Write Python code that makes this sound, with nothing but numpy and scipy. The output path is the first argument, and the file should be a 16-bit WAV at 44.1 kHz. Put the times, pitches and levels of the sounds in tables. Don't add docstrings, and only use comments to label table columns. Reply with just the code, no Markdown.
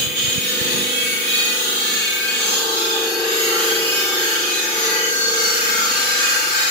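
import sys
import numpy as np
from scipy import signal
from scipy.fft import rfft, irfft
from scipy.io import wavfile
from scipy.ndimage import uniform_filter1d

SR = 44100
rng = np.random.default_rng(int(sys.argv[2]) if len(sys.argv) > 2 else 0)


def transcribe(u):
    v = np.clip(np.atleast_2d(u).T, -1, 1)
    q = np.round(v * 32767).astype(np.int16)
    wavfile.write(sys.argv[1], SR, q)


N = 295470
TIME = np.arange(N) / SR

SHAFT_HZ, BELT_HZ = 25.113, 3.42
LONG_WAVE_HZ = 870
SPRAY_HZ = 8750


def amp(db):
    return 10 ** (np.asarray(db) / 20)


def unit(x):
    return x / np.sqrt(np.mean(abs(x) ** 2) + 1e-20)


def across(points, hz):
    f, value = np.transpose(points)
    return np.interp(np.log(hz + 1), np.log(f + 1), value)


def along(points, t):
    return np.interp(t, *np.transpose(points))


def swing(curve, t):
    db = along(curve, t)
    return db - db.mean()


def spectra(x):
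    return signal.stft(x, SR, nperseg=2048, noverlap=1536)


def drift(rate_hz):
    t = np.arange(0, 8, .005)
    hz = np.fft.fftfreq(len(t), t[1])
    noise = rng.standard_normal((len(t), 2)) @ [1, 1j]
    return np.interp(TIME, t, unit(np.fft.ifft(noise / (1 + (hz / rate_hz) ** 2))))


def patches(shape, size):
    field = rng.standard_normal(shape)
    for axis in (0, 1, 0, 1):
        field = uniform_filter1d(field, size[axis], axis, mode="wrap")
    return unit(field)


def belt_angle(t, top_s=.335):
    return 2 * np.pi * BELT_HZ * (t - top_s)


def shaft_turns(wobble_hz=.028, ease_hz=.03, ease_s=5.5):
    eased = np.clip((TIME - ease_s) * BELT_HZ + .5, 0, 1)
    return np.cumsum(SHAFT_HZ + wobble_hz * np.cos(belt_angle(TIME)) + ease_hz * eased) / SR


def rim_scrape(memory_s=0.62, oversample=10):
    # shaft order, dB above the other orders.
    whine = [(35, 5), (43, 4), (48, 3), (52, 4), (54, 5), (63, 6), (74, 5), (99, 2), (130, 2), (177, 5),
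             (264, 4)]
    turn_samples = round(SR / SHAFT_HZ)
    strength = np.ones(turn_samples // 2 + 1)
    for order, db in whine:
        strength[round(order)] = amp(db)
    slips = rng.standard_normal((2, N // turn_samples + 2, len(strength)))
    slips *= np.sqrt(2 / (SHAFT_HZ * memory_s))
    phase = 2 * np.pi * rng.random((2, 1, len(strength))) + np.cumsum(slips, axis=1)
    track = irfft(strength * np.exp(1j * phase), oversample * turn_samples).reshape(2, -1)
    place = shaft_turns() * oversample * turn_samples
    return unit(np.array([np.interp(place, np.arange(len(side)), side) for side in track]))


def blade_ring(hz, steel_db=2.5, damping=0.66):
    # pitch in Hz, half width in Hz before damping scales it, relative dB.
    modes = [(802.0, 54.0, -8.5), (886.0, 34.0, -5.5), (1110.0, 47.0, -11.5), (1213.0, 33.0, -1.5),
             (1348.0, 37.0, -6.0), (1452.0, 57.0, -4.0), (1578.0, 38.0, -3.5), (1736.0, 194.0, -10.0),
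             (1955.0, 59.0, -6.0), (2159.0, 50.0, -7.5), (2236.0, 37.0, -3.0), (2484.0, 35.0, -3.0),
             (2566.0, 43.0, -8.0), (2730.0, 141.0, -8.5), (2870.0, 50.0, -3.0), (3033.0, 52.0, -2.0),
             (3242.0, 66.0, -1.5), (3423.0, 95.0, -7.0), (3573.0, 100.0, -4.0), (3714.0, 47.0, -5.0),
             (3844.0, 54.0, -4.5), (4013.0, 29.0, -3.0), (4177.0, 34.0, -3.5), (4448.0, 24.0, 1.0),
             (4768.0, 81.0, -3.0), (5074.0, 116.0, -3.5), (5553.0, 127.0, -10.5), (5944.0, 108.0, -10.5),
             (6218.0, 70.0, -10.0), (6426.0, 65.0, -6.5), (6612.0, 95.0, -2.0), (6850.0, 61.0, -5.0),
             (7115.0, 48.0, -3.5), (7390.0, 127.0, -9.0), (7718.0, 98.0, -12.5)]
    # frequency in Hz, relative level in dB.
    grit = [(30.0, -44.0), (100.0, -26.5), (300.0, -13), (560.0, -15), (700.0, -17.5), (1020.0, -20),
            (1300.0, -13.5), (2000.0, -15.5), (2700.0, -13), (3600.0, -32.5), (4500.0, -6.5), (5300.0, -15),
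            (7400.0, -25), (8100.0, -19.5), (9500.0, -17.5), (10400.0, -21), (11300.0, -11),
            (12400.0, -9.5), (13400.0, -14.5), (15000.0, -15)]
    steel_power = sum(amp(db + steel_db) ** 2 / (1 + ((hz - f) / (damping * width)) ** 2) ** 2
                      for f, width, db in modes)
    return np.sqrt(steel_power + amp(across(grit, hz)) ** 2)


def squeals(hz, t, base_width_hz=13, loss=0.015):
    # middle in seconds, length in seconds, pitch in Hz, lift in dB.
    flares = [(0.0, 1.8, 3071.0, 11.5), (0.3, 1.0, 2474, 7.5), (0.47, 0.81, 1759.0, 8.5),
              (0.65, 0.43, 4665.0, 10.5), (0.98, 0.16, 3300, 14), (1.03, 0.16, 2557.0, 6.5),
              (1.07, 0.32, 2232.0, 13.0), (1.1, 0.37, 4336.0, 8.5), (1.35, 0.13, 3358.0, 5.5),
              (1.37, 0.26, 3808.0, 9.5), (1.37, 0.4, 1858.0, 18.5), (1.42, 0.26, 4445, 10),
              (1.42, 0.32, 2486, 16), (1.46, 0.65, 1456.0, 7.0), (1.58, 0.31, 1982.0, 12.0),
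              (1.91, 0.81, 4085.0, 9.5), (1.92, 0.3, 4445, 7.5), (2.0, 1.31, 1751.0, 13.5),
              (2.05, 0.27, 2812.0, 10.0), (2.14, 0.69, 2227.0, 11.5), (2.18, 0.52, 2485, 14.5),
              (2.19, 0.23, 1583.0, 13.0), (2.51, 0.22, 6229.0, 13.5), (2.56, 0.16, 6877.0, 4.5),
              (2.79, 0.21, 4093.0, 12.0), (2.85, 0.22, 1356.0, 14.0), (2.96, 0.43, 2456, 9),
              (3.0, 0.19, 3489.0, 12.0), (3.14, 0.16, 4442.0, 8.0), (3.21, 0.5, 1694.0, 12.5),
              (3.31, 0.65, 2761.0, 12.5), (3.48, 0.35, 2159.0, 10.0), (3.58, 0.15, 1374.0, 7.5),
              (3.6, 2.88, 1553.0, 7.0), (3.8, 0.28, 3254.0, 9.0), (3.94, 0.27, 2486, 14),
              (3.97, 0.41, 5485.0, 12.5), (3.98, 0.36, 2854.0, 9.0), (4.01, 0.36, 5149.0, 13.0),
              (4.04, 0.25, 2236.0, 9.0), (4.11, 0.32, 3572.0, 10.5), (4.22, 0.8, 3001.0, 9.0),
              (4.26, 0.2, 4353.0, 11.0), (4.34, 0.13, 2814.0, 14.0), (4.44, 0.89, 1618.0, 10.0),
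              (4.55, 0.54, 1782.0, 8.5), (4.56, 0.13, 4013.0, 10.5), (4.58, 0.3, 2460, 11),
              (4.6, 1.62, 6022.0, 12.0), (4.89, 0.24, 4640.0, 9.0), (5.01, 0.23, 2550.0, 8.5),
              (5.01, 0.44, 1980.0, 8.5), (5.03, 0.15, 3022.0, 12.5), (5.07, 0.11, 6434.0, 12.5),
              (5.15, 0.54, 6640.0, 10.0), (5.19, 0.24, 4446, 10.5), (5.2, 0.59, 1583.0, 9.5),
              (5.48, 0.2, 4448, 5.5), (5.58, 0.55, 2160.0, 13.0), (5.66, 0.18, 1604.0, 7.5),
              (5.76, 0.65, 1347.0, 7.0), (5.85, 0.3, 4450, 5), (6.15, 0.2, 4000.0, 12.0),
              (6.28, 0.59, 6022.0, 7.5), (6.31, 0.29, 3541.0, 8.5), (6.44, 0.14, 2783.0, 14.5),
              (6.45, 0.8, 1584, 7), (6.5, 1.16, 4773.0, 6.0), (6.64, 2.21, 4182.0, 6.0),
              (6.67, 0.26, 3841.0, 16.0), (6.67, 0.37, 5145.0, 6.5)]
    middle, length, pitch, db = np.transpose(flares)
    half_width = base_width_hz + loss * pitch
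    ringing = np.exp(-np.minimum(((hz[:, None] - pitch) / half_width) ** 2, 20))
    held = np.exp(-np.minimum((2 * (t[:, None] - middle) / length) ** 4, 20))
    return (db * ringing) @ held.T


def microphone_walk(hz, t):
    # time in seconds, position from 0 (edge-on) to 1 (face-on).
    travel = [(0.0, 0.0), (1.5, 0.1), (2.3, 0.16), (2.9, 0.31), (3.5, 0.64), (4.6, 0.31), (5.3, 1),
              (6.0, 1.0), (6.7, 0.98)]
    # frequency in Hz, edge-on dB, face-on dB.
    views = [(860, -8, 1.5), (1420, -6, 3), (1850, -5, 0), (2830, 0.5, -2.5), (3470, 5, -5.5),
             (4080, 2.0, -2.5), (4380, -2, 2), (4910, -9.5, -6.5), (5680, -2.5, 5), (6400, 0.5, -3.5),
             (7200, 1.5, 3), (7800, 3.5, 0), (9000, -1.5, -3), (10400.0, 9.5, 3.5), (11120, -17.5, -6),
             (12800, -9, -13.5), (13300, -11, 2.5), (14600, 6.5, -2)]
    side = 2 * along(travel, t) - 1
    edge_on, face_on = (across(np.array(views)[:, [0, column]], hz) for column in (1, 2))
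    return np.outer(edge_on, np.maximum(-side, 0)) + np.outer(face_on, np.maximum(side, 0))


def cut_swell(hz, t, low_hz=850, low_spread_hz=446, mid_hz=2190, mid_spread_hz=500):
    # time in seconds, relative dB.
    low_ring = [(0.0, -7.5), (0.84, 0.5), (1.28, -3.5), (1.67, 3.5), (2.23, -1.5), (2.53, 8.5), (3.6, 1),
                (4.2, 1), (4.95, 2.5), (5.11, -5.0), (6.7, -2.5)]
    mid_ring = [(0.0, -0.5), (1.23, 3), (1.63, -3.5), (2.04, -0.5), (2.46, 0.5), (2.7, -5), (3.1, -4.5),
                (3.4, 2), (3.97, -0.5), (4.23, 0.5), (4.8, 3.5), (5.2, -3), (5.7, 2.5), (6.7, 6.5)]
    spray = [(0.0, 3), (0.12, -5), (0.43, 0), (1.65, 0), (2.22, -2.5), (2.5, 1.0), (3.23, -5.5), (3.45, 2),
             (4.05, -1), (5.15, -2.5), (5.64, 2.5), (6.7, 1.5)]
    bite = [(0.0, 3), (0.05, 0.5), (0.09, -3), (0.15, -8), (0.18, 2), (0.36, 0.5), (0.41, -3.5),
            (0.48, 0.5), (0.85, 0), (0.98, -0.0), (1.2, -2), (1.35, 1.5), (1.75, 2.5), (1.93, 2.0),
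            (2.22, -2.5), (2.42, 3.0), (2.65, 1.5), (2.95, 1), (3.18, -4), (3.33, 1), (3.62, 2.5),
            (3.75, 0.5), (4.05, -1.5), (4.4, 1), (4.72, -0.5), (4.85, 2.5), (5.15, -1), (5.5, 4), (6.7, 3)]
    low = np.exp(-((hz - low_hz) / low_spread_hz) ** 2)
    mid = np.exp(-((hz - mid_hz) / mid_spread_hz) ** 2)
    high = 1 - 1 / (1 + (hz / SPRAY_HZ) ** 12)
    bands = [(low, low_ring), (mid, mid_ring), (high, spray), (1 - low - mid - high, bite)]
    return sum(np.outer(share, swing(curve, t)) for share, curve in bands)


def contact_wander(hz, t, depth_db=2.5, full_above_hz=2050):
    reach = np.sqrt(np.minimum(hz / full_above_hz, 1))[:, None]
    return depth_db * patches((len(hz), len(t)), size=(4, 11)) * reach


def spray_surge(hz, t, patchy_db=2.0, surge_db=0.72):
    colour_db = patchy_db * patches((len(hz), len(t)), size=(10, 36))
    return (colour_db - surge_db * np.cos(belt_angle(t))) * np.minimum(hz / SPRAY_HZ, 1)[:, None]


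def microphone_ports(hz, direct, reflected, lead_s=0.000458):
    # frequency in Hz, likeness of the ports from 0 to 1.
    likeness = [(200, 0.96), (450, 0.83), (700, 0.24), (1400, 0.21), (15000, 0.017)]
    # frequency in Hz, left minus right in dB.
    balance = [(200, 1.5), (450, 2), (800, 1), (1600, 3.5), (2300, 1), (2900, -4.5), (4200, 0), (6000, -1),
               (7000, 3.5), (8400, -0.5), (10500, 3.5), (12500, 5), (14500, 13)]
    lead = np.exp(2j * np.pi * hz * lead_s * (hz > LONG_WAVE_HZ))[:, None]
    alike = across(likeness, hz)[:, None]
    right = alike * lead * direct + np.sqrt(1 - alike ** 2) * reflected
    lean = amp(across(balance, hz))[:, None]
    return np.array([direct * lean, right]) / np.sqrt(1 + lean ** 2)


def cutting(level_db=-18.5):
    # frequency in Hz, share of the power.
    repeats = [(200, 0.33), (650, 0.02), (850, 0.7), (1600, 0.51), (3000, 0.53), (4500, 0.45), (6500, 0.13),
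               (9000, 0)]
    hz, t, scrape = spectra(rim_scrape())
    grains = spectra(rng.standard_normal((2, N)))[2]
    squeal_db = squeals(hz, t)
    fresh_share = (1 - across(repeats, hz))[:, None] / amp(squeal_db)
    direct, reflected = np.sqrt(1 - fresh_share) * scrape + np.sqrt(fresh_share) * grains
    reach = np.minimum(hz / LONG_WAVE_HZ, 1)[:, None]
    lift_db = (microphone_walk(hz, t) + cut_swell(hz, t)) * reach
    lift_db += contact_wander(hz, t) + spray_surge(hz, t) + squeal_db
    heard = microphone_ports(hz, direct, reflected) * blade_ring(hz)[:, None] * amp(lift_db)
    cut = signal.istft(heard, SR, nperseg=2048, noverlap=1536)[1]
    return amp(level_db) * unit(cut[:, :N])


def order_swell(order, hum_top_order=12, segments=18):
    # time in seconds, relative level in dB.
    hum = [(0.0, -44), (0.8, -33), (0.93, -38), (1.57, -43), (1.96, -39), (2.13, -51.5), (2.52, -35),
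           (2.67, -48), (5.67, -51.5), (5.75, -42.5), (6.7, -61)]
    boom = [(0.0, -45), (0.43, -45), (0.82, -36.5), (0.99, -56), (1.12, -43.5), (2.35, -44), (2.76, -34),
            (3.43, -32.5), (4.94, -37), (6.7, -59)]
    segment_tone = [(0.0, -26), (0.07, -47), (0.67, -33.5), (2.29, -39.5), (2.59, -26.5), (3.55, -21),
                    (4.72, -34), (4.83, -23.5), (5.06, -19.5), (5.19, -29.5), (5.52, -22.5), (5.9, -39),
                    (6.7, -57)]
    throb = [(0.0, -29), (0.07, -37.5), (0.69, -28), (2.14, -37), (3.53, -31), (4.68, -37), (4.98, -29),
             (6.57, -38), (6.7, -37)]
    if order < segments:
        curve = hum if order <= hum_top_order else boom
    else:
        curve = segment_tone if order == segments else throb
    return unit(amp(swing(curve, TIME)))


def spindle_drone(gain_db=-34.5, waver=0.38, rattle_db=-17, apart=0.25):
    # shaft order, relative level in dB.
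    orders = [(7, -35), (8, -16), (9, -20), (10, -13), (11, -23.5), (12, -20.5), (13, -12), (14, -4.5),
              (15, -8.5), (16, -12), (17, -14), (18, 0.5), (19, -6.5), (20, -6.5), (21, -19), (22, -32),
              (23, -27)]
    out, turns = np.zeros((2, N)), shaft_turns()
    for order, db in orders:
        load = 1 + waver * drift(rate_hz=3.4)
        load += amp(rattle_db - db / 2) * drift(rate_hz=25)
        room = apart * drift(rate_hz=0.71)
        tone = amp(db) * order_swell(order) * np.exp(2j * np.pi * (order * turns + rng.random()))
        out += np.array([(load + room) * tone, (load - room) * tone]).real
    return amp(gain_db) * np.sqrt(2) * out


def handling(air_db=-82, grip_db=-34.5, settle_s=0.79, rub_gain_db=4, left_db=-19):
    # frequency in Hz, relative level in dB.
    rumble_colour = [(20, -42), (45, -34), (75, -16), (120, -11), (200, -10), (400, -19), (900, -23.5),
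                     (3000, -42)]
    # middle in seconds, length in seconds, relative level in dB.
    rubs = [(0.007, 0.073, -39), (0.31, 0.13, -44), (0.756, 0.26, -37), (1.97, 0.04, -50),
            (5.653, 0.2, -53)]
    # time in seconds, peak in dB, seconds to the peak (also sets the width).
    bumps = [(.004, -21, 0.00076), (0.07, -22, 0.0028), (0.245, -22, 0.0025), (0.282, -22, 0.0026),
             (0.36, -16.5, 0.0015), (0.381, -14, 0.0022), (.615, -17, 0.0022)]
    colour = amp(across(rumble_colour, np.fft.rfftfreq(N, 1 / SR)))
    rumble = unit(irfft(rfft(rng.standard_normal((2, N))) * colour, N))
    stir = amp(air_db) + amp(grip_db) * np.exp(-TIME / settle_s)
    for middle, length, db in rubs:
        stir += amp(db + rub_gain_db) * np.exp(-(2 * (TIME - middle) / length) ** 2)
    out = rumble * stir
    for start, db, width in bumps:
        from_peak = (TIME - start) / width - 1
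        out += amp(db) * np.cos(2 * from_peak) * np.exp(-from_peak ** 2 / 4)
    return out * amp([[left_db], [0]])


def scene():
    return cutting() + spindle_drone() + handling()


def record(dry):
    edge_hz = 15600
    taps = signal.firwin(511, edge_hz, window=("kaiser", 9), fs=SR)
    return signal.oaconvolve(dry, taps[None], "same")


dry = scene()
out = record(dry)
transcribe(out)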